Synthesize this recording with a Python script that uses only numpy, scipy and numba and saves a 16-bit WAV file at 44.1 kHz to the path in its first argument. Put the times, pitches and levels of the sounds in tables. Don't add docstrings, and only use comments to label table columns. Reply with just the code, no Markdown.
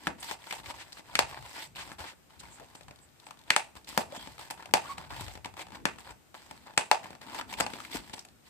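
import sys
import numpy as np
from scipy import signal
from scipy.fft import rfft, irfft
from scipy.io import wavfile
from numba import njit

SR = 44100
rng = np.random.default_rng(int(sys.argv[2]) if len(sys.argv) > 2 else 0)


def to_wav(s):
    ch = np.atleast_2d(s).T
    pcm = np.round(np.clip(ch, -1, 1) * 32767)
    wavfile.write(sys.argv[1], SR, pcm.astype(np.int16))


def volts_from_decibels(level):
    exponent = np.asarray(level, float) / 20
    return 10 ** exponent


N = 374409


def unit(x):
    return x / np.sqrt(np.mean(x ** 2, axis=-1, keepdims=True))


def colour(x, curve):
    hz, db = np.transpose(curve)
    f = np.fft.rfftfreq(x.shape[-1], 1 / SR) + 1
    return unit(irfft(rfft(x) * volts_from_decibels(np.interp(np.log(f), np.log(hz), db)), x.shape[-1]))


def ring(x, hz, width):
    return signal.lfilter(*signal.iirpeak(hz, hz / width, fs=SR), x)


def band(x, lo_hz, hi_hz):
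    return signal.sosfilt(signal.butter(2, [lo_hz, hi_hz], "bandpass", fs=SR, output="sos"), x)


@njit
def glide(x, hz, sharp):
    y, b, l = np.empty(len(x)), 0., 0.
    for i in range(len(x)):
        g = np.tan(np.pi * hz[i] / SR)
        v = (b + g * (x[i] - l)) / (1 + g * (g + 1 / sharp))
        b, l, y[i] = 2 * v - b, l + 2 * g * v, v / sharp
    return y


def hump(f, hz, sharp):
    return 1 / (1 + (sharp * (f / hz - hz / f)) ** 2)


def causal(power):
    cep = irfft(np.log(power) / 2)
    half = len(cep) // 2
    cep[1:half] *= 2
    cep[half + 1:] = 0
    return np.exp(rfft(cep))


def crackles(rate, scatter_db, tail_ms):
    sizes = volts_from_decibels(scatter_db * np.minimum(rng.exponential(size=N), 4.5))
    clicks = (rng.random(N) < rate / SR) * sizes
    fade = np.exp(-1000 / (tail_ms * SR))
    return unit(signal.lfilter([1], [1, -fade], clicks))


def place(x, pan_db, apart, lag=5):
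    near, other = x
    right = np.roll(np.sqrt(1 - apart) * near + np.sqrt(apart) * other, lag)
    return np.array([near * volts_from_decibels(pan_db / 2), right * volts_from_decibels(-pan_db / 2)])


def room_air():
    # frequency in Hz, level in dB per Hz.
    air_curve = [(18, -46.5), (30, -20), (70, -9.5), (185, -10.5), (267, -10), (448, -15.5), (794, -16),
                 (859, -19), (1340, -19.5), (2630, -22.5), (6040, -27.5), (12200, -34), (13900, -25.5),
                 (15000, -47.5)]
    return place(colour(rng.standard_normal((2, N)), air_curve), 2.5, 0.992) * volts_from_decibels(-63)


def moves():
    # letting go in seconds, length in seconds, flexing in dB, sliding in dB re flexing.
    pulls = [(0.074, 0.089, -50, -4.5), (0.327, 0.15, -44.5, -4.5), (0.515, 0.13, -49.5, -3.5),
             (0.706, 0.076, -45, -5), (0.989, 0.045, -49, -5.5), (1.148, 0.11, -47.5, -10.5),
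             (1.375, 0.12, -43, -22), (1.612, 0.2, -46, -4), (3.287, 0.15, -61, -7.5),
             (3.491, 0.032, -55, -9.5), (4.009, 0.065, -47, -1), (4.166, 0.078, -46.5, -8),
             (4.925, 0.12, -53, -0.5), (5.215, 0.125, -48.5, -1.5), (5.615, 0.052, -41.5, -9),
             (5.755, 0.0377, -44.5, -13.5), (6.107, 0.075, -47, -11), (7.39, 0.13, -40.5, -10),
             (7.535, 0.05996, -44.5, -5), (7.605, 0.037, -36.5, -6.5), (7.958, 0.05, -44, 0.5),
             (8.166, 0.048, -57, -8.5), (8.477, 0.045, -67, 3)]
    # start in seconds, length in seconds, flexing in dB, sliding in dB re flexing.
    slides = [(0.223, 0.12, -54, 4.5), (0.521, 0.082, -45.5, -3), (0.737, 0.21, -52, -7),
              (1.278, 0.194, -55, -1.5), (1.615, 0.044, -46, 0.5), (1.754, 0.18, -44, -7.5),
              (1.982, 0.14, -44.5, -8.5), (2.294, 0.18, -61, -9), (2.399, 0.43, -56.5, -7),
              (2.88, 0.1944, -62.5, -26), (3.367, 0.085, -60.5, -17.5), (3.761, 0.02, -44.5, -7.5),
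              (3.87, 0.15, -53.5, 2), (4.188, 0.18, -52, -3.5), (4.389, 0.086, -45, -6.5),
              (4.5, 0.017, -42.5, -1), (4.572, 0.12, -49, -15), (4.83, 0.126, -47, -12),
              (4.972, 0.095, -44.5, -12.5), (5.101, 0.1455, -42.5, -17), (5.232, 0.13, -50.5, -3),
              (5.442, 0.0376, -47.5, -14), (5.739, 0.0675, -54.5, -22.5), (5.978, 0.1099, -57.5, -3.5),
              (6.34, 0.394, -56, -6.5), (6.658, 0.042, -47, -25), (7.026, 0.12, -47, -13),
              (7.21, 0.059, -46.5, -11.5), (7.698, 0.504, -52, -4), (7.965, 0.038, -45, -5.5),
              (8.156, 0.055, -54.5, -3)]
    pull_gain_db, slide_loss_db = 14, 11
    grip_s, let_go_s = 0.0057, 0.024
    t, power = np.arange(N) / SR, np.zeros((2, N))
    rows = [(s - length, length, db, slide_db, pull_gain_db, 1) for s, length, db, slide_db in pulls]
    rows += [(s, length, db, slide_db, -slide_loss_db, 0) for s, length, db, slide_db in slides]
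    for s, length, db, slide_db, slope_db, loudest in rows:
        touch = np.clip((t - s) / grip_s, 0, 1) * np.clip(1 - (t - s - length) / let_go_s, 0, 1)
        progress = np.clip((t - s) / length, 0, 1)
        gain = touch * volts_from_decibels(db + slope_db * (progress - loudest))
        power += (gain * volts_from_decibels(np.array([[0], [slide_db]]))) ** 2
    return np.sqrt(power)


def rustle():
    # frequency in Hz, level in dB per Hz.
    flex_curve = [(180, -18.5), (300, -5.5), (469, -11), (907, 0.5), (1220, -8.5), (1620, -9.5),
                  (2000, -11), (4660, -17.5), (5000, -18), (6500, -53), (11000, -120)]
    # frequency in Hz, level in dB per Hz.
    hiss_curve = [(1180, -31), (2000, 1), (2160, -2.5), (3050, -3.5), (4730, -10.5), (6510, -15),
                  (7970, -10.5), (11700, -19.5), (13700, -9.5), (14600, -20), (15000, -61)]
    grains = crackles(600, 3.3, .9)
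    depth_db = np.array([[1.5], [1], [1.6], [1.2]])
    flex_surge, hiss_surge, flex_bend, hiss_bend = volts_from_decibels(depth_db * unit(band(rng.standard_normal((4, N)), 4, 30)))
    flex = colour(rng.standard_normal((2, N)) * (.6 + grains) * flex_surge, flex_curve)
    flex = unit(flex + np.array([glide(x, 1500 * flex_bend, 6.8) for x in flex]))
    hiss = colour(rng.standard_normal((2, N)) * (1.6 + grains) * hiss_surge, hiss_curve)
    hiss_hz = np.minimum(4800 * hiss_bend, .4 * SR)
    hiss = unit(hiss + 1.9 * np.array([glide(x, hiss_hz, 3.9) for x in hiss]))
    flex_gain, hiss_gain = moves()
    return place(flex, 2.7, 0.62) * flex_gain + place(hiss, 0.67, 1.0) * hiss_gain * volts_from_decibels(5.0)


def snap(noise, db, hz, rasp_db, crack_db, thud_db, tear_ms, sharp, edge_hz, edge_db, even):
    table_echo_ms, table_echo = 2.3, 0.3
    alike_hz = 1180
    size = noise.shape[-1]
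    t = np.arange(size) / SR * 1000
    f = np.fft.rfftfreq(size, 1 / SR) + 1
    burst = noise * (1 - np.exp(-t / 0.7)) * np.exp(-t / tear_ms)
    uneven = np.array([causal(np.abs(rfft(b)) ** 2 + 1e-3) for b in burst])
    burst = irfft(rfft(burst) / uneven ** even, size)
    burst = burst + table_echo * np.roll(burst, int(table_echo_ms * SR / 1000), axis=1)
    power = hump(f, hz, sharp) * hump(f, hz, 0.44)
    power += volts_from_decibels(2 * (rasp_db - 11.0)) * hump(f, 2000, 0.61) ** 2
    power += volts_from_decibels(2 * (crack_db - 20.5)) * hump(f, 10500, 0.19) ** 2
    power += volts_from_decibels(2 * (crack_db - 17)) * hump(f, 20000, 5.2) ** 2
    power += volts_from_decibels(2 * -14) * hump(f, 710, 1.3) ** 2
    power += volts_from_decibels(2 * edge_db) * hump(f, edge_hz, 3.6) ** 2
    card = unit(irfft(rfft(np.vstack([burst, t == 0])) * causal(power + 1e-9), size))
    card[1] = irfft(rfft(card[1]) * f / (f + alike_hz), size)
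    thud = band(band(t * np.exp(-t / 0.51), 156.5, 550), 56, 900)
    thud = thud / np.abs(thud).max() * np.array([[1], [0], [1]])
    return volts_from_decibels(db) * (card / np.abs(card[:2]).max() + volts_from_decibels(thud_db + 8.5) * thud)


def breaks():
    # start in seconds, peak in dB, card ring in Hz, fibre rasp in dB, crack in dB.
    snaps = [(0.07, -13, 1515, -6, -19.5), (0.076, -17, 805, -3, -22.5), (1.1536, -8.5, 2300, 5, -29.5),
             (1.1906, -0.5, 846, 6, -21.5), (3.5041, -1.5, 1996, -0.5, -11), (3.563, -5, 822, 5.5, -19.5),
             (3.976, -5.5, 810, -0.5, -2.5), (4.738, -0.5, 817, 0.5, -12), (5.854, -6.5, 1480, -9.5, -15.5),
             (6.777, -2, 844, 9, -13), (6.9135, -4, 810, -1, -30), (7.601, -16, 906, -8.5, -3.5),
             (7.603, -16, 1473, 2.5, -3), (7.607, -7.5, 862, 3, -30), (7.947, -26, 277, -11, -17.5)]
    snap_edge_hz = [3500, 3000, 4300, 4350, 4200, 8830, 4790, 4660, 4460, 8200, 4830, 8200, 4700, 4710,
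                    3500]
    snap_edge_db = [-18, -24, -15, -10, -10, -19, -15, -19.5, -24, -13.5, -19.5, -14, -17.5, -19.5, -18]
    snap_lag = [4, 4, 5, 3, 3, 5, 6, 7, 8, 5, 3, 6, 6, 6, 5]
    snap_thud_db = [-35.5, -37, -41.5, -37.5, -36.5, -44, -30.5, -30, -31, -33.5, -49.5, -39.5, -41, -36,
                    -38.5]
    snap_sharp = [2, 2.3, 1.2, 2.5, 2, 4.7, 1.5, 5.2, 1, 2.7, 3.5, 2.2, 2.2, 1.9, 2.6]
    # start in seconds, peak in dB, card ring in Hz, crack in dB.
    taps = [(0.599, -36, 920, -22), (0.993, -36, 936.2, -24), (1.916, -32, 1520, -23),
            (1.995, -35.5, 735, -20), (2.435, -42, 946, -11), (2.598, -36, 704, -11.5),
            (2.751, -35, 850, -1.5), (2.909, -36.5, 643, -25), (3.287, -44, 725, -20),
            (3.753, -37.5, 850, -3.5), (3.927, -35.5, 1046, -4.5), (4.122, -35.5, 598.8, -19.5),
            (4.273, -30, 812.7, -34), (5.208, -28.5, 940, 12.5), (5.353, -32.5, 842, -17),
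            (5.374, -37, 647, -15), (5.457, -26.5, 880, -14.5), (6.51, -30, 873, -7),
            (6.669, -40.5, 864, -19), (7.044, -32.5, 743.4, -12.5), (7.066, -39, 949, -18),
            (7.105, -33, 755.7, -14.5), (7.529, -34.5, 902, -21), (7.735, -26, 406, -18.5),
            (8.136, -28, 820, -8)]
    # start in seconds, peak in dB, crack in dB.
    crease_rows = [(0.311, -19.5, -8), (0.525, -21, -10), (2.003, -31.5, -21.5), (2.809, -37.5, -11),
                   (2.882, -38, -26.5), (3.267, -34.5, -11.5), (4.38, -32, -11.5), (4.508, -22, 2),
                   (4.657, -31, -7.5), (4.981, -29, -18), (5.281, -29.5, -24.5), (5.568, -33.5, -10.5),
                   (5.593, -28.5, -22), (5.61, -47, -12.5), (5.623, -45, -16), (5.667, -38.5, -17),
                   (5.704, -39.5, -26.5), (5.985, -34.5, -10.5), (6.343, -35, -27), (6.736, -42, -22),
                   (6.765, -43, -4), (7.151, -36, -21), (7.215, -33.5, -9), (7.346, -26.5, -9.5),
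                   (7.664, -18, -20.5), (8.25, -39.5, -1)]
    # start in seconds, peak in dB, ring in Hz, crack in dB.
    flicks = [(0.23, -35, 1760, -10), (0.509, -22, 2200, -12), (0.659, -33, 2300, -13.5),
              (0.707, -26.5, 1057, -40.5), (0.928, -33, 4440, -8), (1.751, -41, 2500, -10),
              (1.766, -29, 2670, -28), (3.308, -32.5, 1070, -8.5), (3.845, -40, 4140, -17.5),
              (3.872, -40.5, 3230, -8.5), (3.889, -30, 4089, 12), (5.108, -52, 1131, -19),
              (5.446, -28, 2240, -8), (7.411, -24.5, 1344, -28), (7.786, -37, 1162, -21),
              (7.849, -28, 2160, -10), (7.936, -33, 3300, -16), (8.192, -30.5, 5200, -22.5)]
    # start in seconds, peak in dB.
    speck_rows = [(2.685, -51.5), (2.832, -46), (2.959, -44), (2.988, -49), (3.088, -52), (3.199, -42.5),
                  (3.241, -48), (3.33, -54), (3.372, -48.5), (3.39, -43.5), (3.414, -48), (3.437, -48),
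                  (8.286, -45)]
    # start in seconds, peak in dB, ring in Hz, crack in dB.
    ticks = [(0.44, -37, 2120, -15), (0.87, -46, 630, -12), (0.922, -37, 4300, -17), (0.97, -40, 1790, -8),
             (1.425, -34.5, 860, -17), (1.461, -32.5, 900, -19), (1.986, -41, 826, -20.5),
             (2.455, -52, 902, -14), (2.486, -55, 1000, -15), (2.557, -44, 770, -15),
             (2.605, -45, 721, -12), (2.611, -59, 746, -14), (2.62, -45, 719, -13),
             (2.629, -50.5, 762, -12), (2.644, -45, 845, -13), (2.733, -52, 799, -13),
             (2.774, -48.5, 1630, -15.5), (3.812, -48.5, 939, -15), (4.101, -51, 716, -15),
             (4.177, -46, 834, -15), (4.393, -34, 885, -15), (4.624, -36, 1123, -15),
             (4.71, -38.5, 840, -15), (5.539, -39, 816, -17.5), (5.654, -46.5, 907, -15),
             (5.684, -40, 890, -11), (5.72, -36.5, 856, -16.5), (5.959, -45, 876, -13.5),
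             (6.004, -44, 842, -17), (6.107, -37.5, 766, -15), (7.297, -35, 915, -13),
             (7.538, -25, 2680, -18), (7.802, -26.5, 1200, -7), (7.915, -36, 3440, -20),
             (8.096, -35.5, 926, -15.5), (8.18, -33.5, 918, -16)]
    # start in seconds, peak in dB, ring in Hz, crack in dB.
    leads = [
        (0.294, -30, 3500, -15),
        (3.502, -17, 1810, -17.5),
        (6.775, -21.5, 1010, -16),
        (7.575, -31.5, 900, -17),
    ]
    size = 2048
    out = np.zeros((3, N + size))
    per_snap = zip(snaps, snap_edge_hz, snap_edge_db, snap_lag, snap_thud_db, snap_sharp)
    for (s, db, *tone), edge_hz, edge_db, lag, thud_db, sharp in per_snap:
        one = snap(rng.standard_normal((2, size)), db, *tone, thud_db - db, tear_ms=1.26, sharp=sharp,
                   edge_hz=edge_hz, edge_db=edge_db, even=.7)
        out[:, int(s * SR):][:, :size] += np.vstack([place(one[:2], 0.68, 0.73, lag), one[2]])

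    creases = [(s, db, 800 * (1 + 0.057 * rng.standard_normal()), crack_db) for s, db, crack_db in crease_rows]
    specks = [(s, db, 3820, -1) for s, db in speck_rows]
    small = list(creases) + list(flicks) + specks + list(ticks) + list(leads)
    for rows, thud_db in ((taps, -17), (small, -30)):
        for s, db, hz, crack_db in rows:
            one = snap(rng.standard_normal((2, size)), db, hz, 0.78, crack_db, thud_db, tear_ms=2.5,
                       sharp=3.5, edge_hz=4600, edge_db=-25, even=.3)
            out[:, int(s * SR):][:, :size] += np.vstack([place(one[:2], 1.6, 0.91), one[2]])
    return out[:2, :N], out[2, :N]


def room(x):
    # band centre in Hz, t60 in seconds, level in dB.
    decay_bands = [(100, 0.71, -2.5), (407, 0.23, 6), (760, 0.26, -3.5), (1580, 0.21, 2),
                   (2550, 0.26, -10.5), (4960, 0.24, -13), (8060, 0.242, 3.5), (12000, 0.21, -5.5)]
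    # frequency in Hz, width in Hz, boost in dB.
    table_modes = [(830, 220, 4.5), (2600, 300, 7), (640, 60, 4)]
    first_wall_s = .013
    slap_s, slap_db = .0165, -6
    t = np.arange(int(.6 * SR)) / SR
    flutter = sum(np.exp(-((t - k * slap_s) / .0013) ** 2) / k for k in (1, 2, 3))
    early = 1.8 * np.exp(-t / 0.0046)
    walls = .45 * np.clip(t / first_wall_s, 0, 1) ** 4
    arrive = 1.2 + early + walls + volts_from_decibels(slap_db) * flutter
    slaps = 2.4 + crackles(500, 2.5, 1.5)[:len(t)]
    noise = rng.standard_normal((len(decay_bands), 3, len(t))) * slaps
    tail = sum(volts_from_decibels(db - 60 * t / t60) * ring(n, hz, 0.86 * hz) for n, (hz, t60, db) in zip(noise, decay_bands))
    for hz, width, db in table_modes:
        tail = tail + (volts_from_decibels(db) - 1) * ring(tail, hz, width)
    tail = arrive * band(0.6 * tail[0] + tail[1:], 30, 12500)
    tail = tail / np.sqrt(np.sum(tail ** 2, axis=-1, keepdims=True))
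    return volts_from_decibels(-10) * signal.fftconvolve(x[None], tail, axes=1)[:, :N]


def table():
    # peak in seconds, time to die 10 dB in seconds (negative: swells instead), level in dB, thrum in Hz.
    jolts = [(.1, 0.08, -41.5, 275), (.24, 0.06, -55.5, 172), (.67, 0.28, -55, 140),
             (1.22, 0.13, -46, 157.3), (1.4, 0.3, -62.5, 133.2), (1.84, 0.25, -53, 170.7),
             (2.44, 0.2, -54.5, 178), (2.9, 0.2, -61, 135), (3.5, -0.2, -63.5, 167.2),
             (3.99, 0.137, -54, 225), (4.17, -0.41, -60, 228), (4.3, -0.4, -61.5, 133),
             (4.775, -0.06, -44, 210.3), (5.19, -0.2, -46, 125), (5.32, -0.7, -55, 91),
             (5.875, -0.16, -45, 248), (6.12, -0.2, -59.5, 169), (6.52, 0.23, -55.5, 190),
             (7.1, 0.34, -55, 202), (7.36, 0.27, -51, 267), (7.62, 0.096, -40.5, 200),
             (7.955, 0.12, -48, 266), (8.1, 0.5, -58.5, 200.6)]
    # frequency in Hz, level in dB per Hz.
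    rumble_curve = [(15, -64), (25, -46.5), (58, 8), (97, -2.5), (177, -14.5), (299, -13.5), (500, -15),
                    (650, -39), (1100, -120)]
    rise_share = 0.57
    t = np.arange(N) / SR
    s, _, _, hz = np.transpose(jolts)
    noise = colour(rng.standard_normal((2, N)), rumble_curve)
    thrum = unit(np.array([glide(x, np.interp(t, s, hz), 2.9) for x in noise]))
    gain = 0
    for at, fall, db, _ in jolts:
        gain = gain + volts_from_decibels(db - 10 * np.maximum((t - at) / fall, (at - t) / (rise_share * fall)))
    waver_db = 2.0 * unit(band(rng.standard_normal(N), 1.6, 9))
    return place(thrum, 4.1, 0.84) * gain * volts_from_decibels(-5.0 + waver_db)


def scrape():
    drag_s = [.195, .226, .78, .965, 1.53, 1.54, 1.775, 1.92, 2.045, 2.391, 2.392, 2.424, 2.495, 2.595,
              2.748, 2.751, 3.003, 3.252, 3.515, 3.572, 4.116, 4.12, 4.12, 4.14, 4.845, 4.86, 5.103, 5.444,
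              5.61, 6.785, 6.815, 7.38, 7.6, 7.61, 7.923, 7.925, 8.13, 8.14, 8.248]
    # length in seconds, edge resonance in Hz, level in dB, sharpness.
    drag_edge = [(.03, 8700, -50, 3), (.012, 2300, -44.5, 0.59), (0.065, 2190, -46, 0.66),
                 (0.036, 3300, -62, 1.2), (.1, 4800, -55, 8), (0.083, 1900, -45.5, 2.1),
                 (0.068, 2090, -42.5, 0.84), (0.023, 10000, -61, 2.1), (0.0767, 2070, -45.5, 0.68),
                 (0.0223, 4300, -48.5, 1.6), (0.022, 6950, -55.5, 2.5), (0.0227, 973, -50, 22),
                 (0.092, 7460, -59, 5.5), (0.054, 580, -52.5, 2.23), (0.014, 4200, -49, 1.1),
                 (0.051, 7749, -65, 6), (.066, 7900, -66, 8.3), (0.035, 8100, -62, 8),
                 (0.04, 2300, -38.5, 8), (.06, 2310, -45.5, 5.4), (.15, 3300, -52, 14),
                 (0.066, 730, -47, 4), (0.023, 580, -44, 5.6), (0.057, 7040, -57.5, 7.1),
                 (0.024, 1100, -45, 8), (0.036, 1400, -51.5, 20.4), (.035, 1200, -46.5, 1.9),
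                 (0.0085, 3800, -45, 4.2), (0.0202, 6900, -50.5, 2.1), (0.05, 2650, -43, 7),
                 (0.019, 790, -40.5, 2.44), (.015, 4600, -48, 6), (.012, 7400, -35.5, 4),
                 (.04, 5000, -44, 8.8), (0.016, 3450, -42, 9.3), (0.018, 2145, -46, 7.5),
                 (0.02, 3200, -40, 1), (0.048, 7900, -62.5, 9), (0.008, 7300, -54.5, 3)]
    noise, out = rng.standard_normal((2, N)), np.zeros((2, N))
    for s, (length, hz, db, sharp) in zip(drag_s, drag_edge):
        span = slice(int(s * SR), int((s + length) * SR))
        width = hz / max(sharp, .8)
        one = ring(ring(noise[:, span], hz, width), hz, 2 * width)
        swell = np.sin(np.linspace(0, np.pi, one.shape[1]))
        out[:, span] += place(unit(one), 1.5, 0.95) * volts_from_decibels(db) * swell
    return out


def knocks():
    knock_s = [7.949, 7.949, 2.003, 4.176, 4.272, 3.977, 5.855, 4.74, 5.21, 7.349, 7.962, 4.283, 6.777,
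               6.11, 3.765]
    # level in dB, table mode in Hz, t60 in seconds.
    knock_ring = [(-30, 286, 0.069), (-34, 700, 0.043), (-40.5, 82, 0.12), (-38.5, 250, 0.034),
                  (-45, 264, 0.033), (-28, 230, 0.08), (-34, 271, 0.042), (-33.5, 200, 0.11),
                  (-39, 95, 0.18), (-45.5, 290, .08), (-44.5, 44.7, .15), (-50, 64, .12), (-44, 50, .06),
                  (-49, 60, .12), (-48, 65, .1)]
    t, out = np.arange(N) / SR, 0
    for s, (db, hz, t60) in zip(knock_s, knock_ring):
        age = np.maximum(t - s, 0)
        rattle = 0.43 * np.sin(2 * np.pi * 0.34 * hz * age)
        out = out + volts_from_decibels(db - 60 * age / t60) * np.sin(2 * np.pi * hz * age + rattle)
    out = band(out, 30, 3000)
    return place([out, out], 6.1, 0)


def squeak():
    hz, db = (1110, -36)
    start_s, length_s, rise_hz = 4.89, .04, 24.8
    t = np.arange(N) / SR - start_s
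    swell = np.sqrt(np.abs(np.sin(np.pi * np.clip(t / length_s, 0, 1))))
    swell = swell + 0.3 * (t > 0) * np.exp(-np.abs(t - length_s) / 0.025)
    waver = 0.39 * unit(band(rng.standard_normal(N), 27.8, 138.0))
    phase = 2 * np.pi * (hz * t + rise_hz * (t / length_s - 1) * t / 2) + waver
    harmonics = ((1, 1), (2, 0.134), (3, 0.049), (4, 0.1))
    tone = sum(level * np.sin(k * phase) for k, level in harmonics)
    return volts_from_decibels(db) * swell * tone * np.ones((2, 1))


def scene():
    sheets, chirp = rustle(), squeak()
    near, around = breaks()
    echo = room(around + chirp[0] + volts_from_decibels(-3.0) * sheets[0])
    steady = table() + knocks() + room_air() + scrape()
    return near + chirp + sheets + echo + steady


def band_limit(x):
    return signal.sosfilt(signal.butter(12, 15940, fs=SR, output="sos"), x)


def record(dry):
    # resonance in Hz, width in Hz, boost in dB.
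    ports = [
        [(14200, 940, 2), (6520, 550, 1)],
        [(8028, 1280, 9), (5740, 790, -4)],
    ]
    # frequency in Hz, level in dB.
    top_curve = [(100, 0), (14300, 0), (14700, -21), (16500, -18), (17000, -70)]
    out = []
    for x, port in zip(dry, ports):
        for hz, width, db in port:
            x = x + (volts_from_decibels(db) - 1) * ring(x, hz, width)
        out.append(colour(x, top_curve) * np.std(x))
    return band_limit(np.clip(out, -1, 1))


dry = scene()
out = record(dry)
to_wav(out)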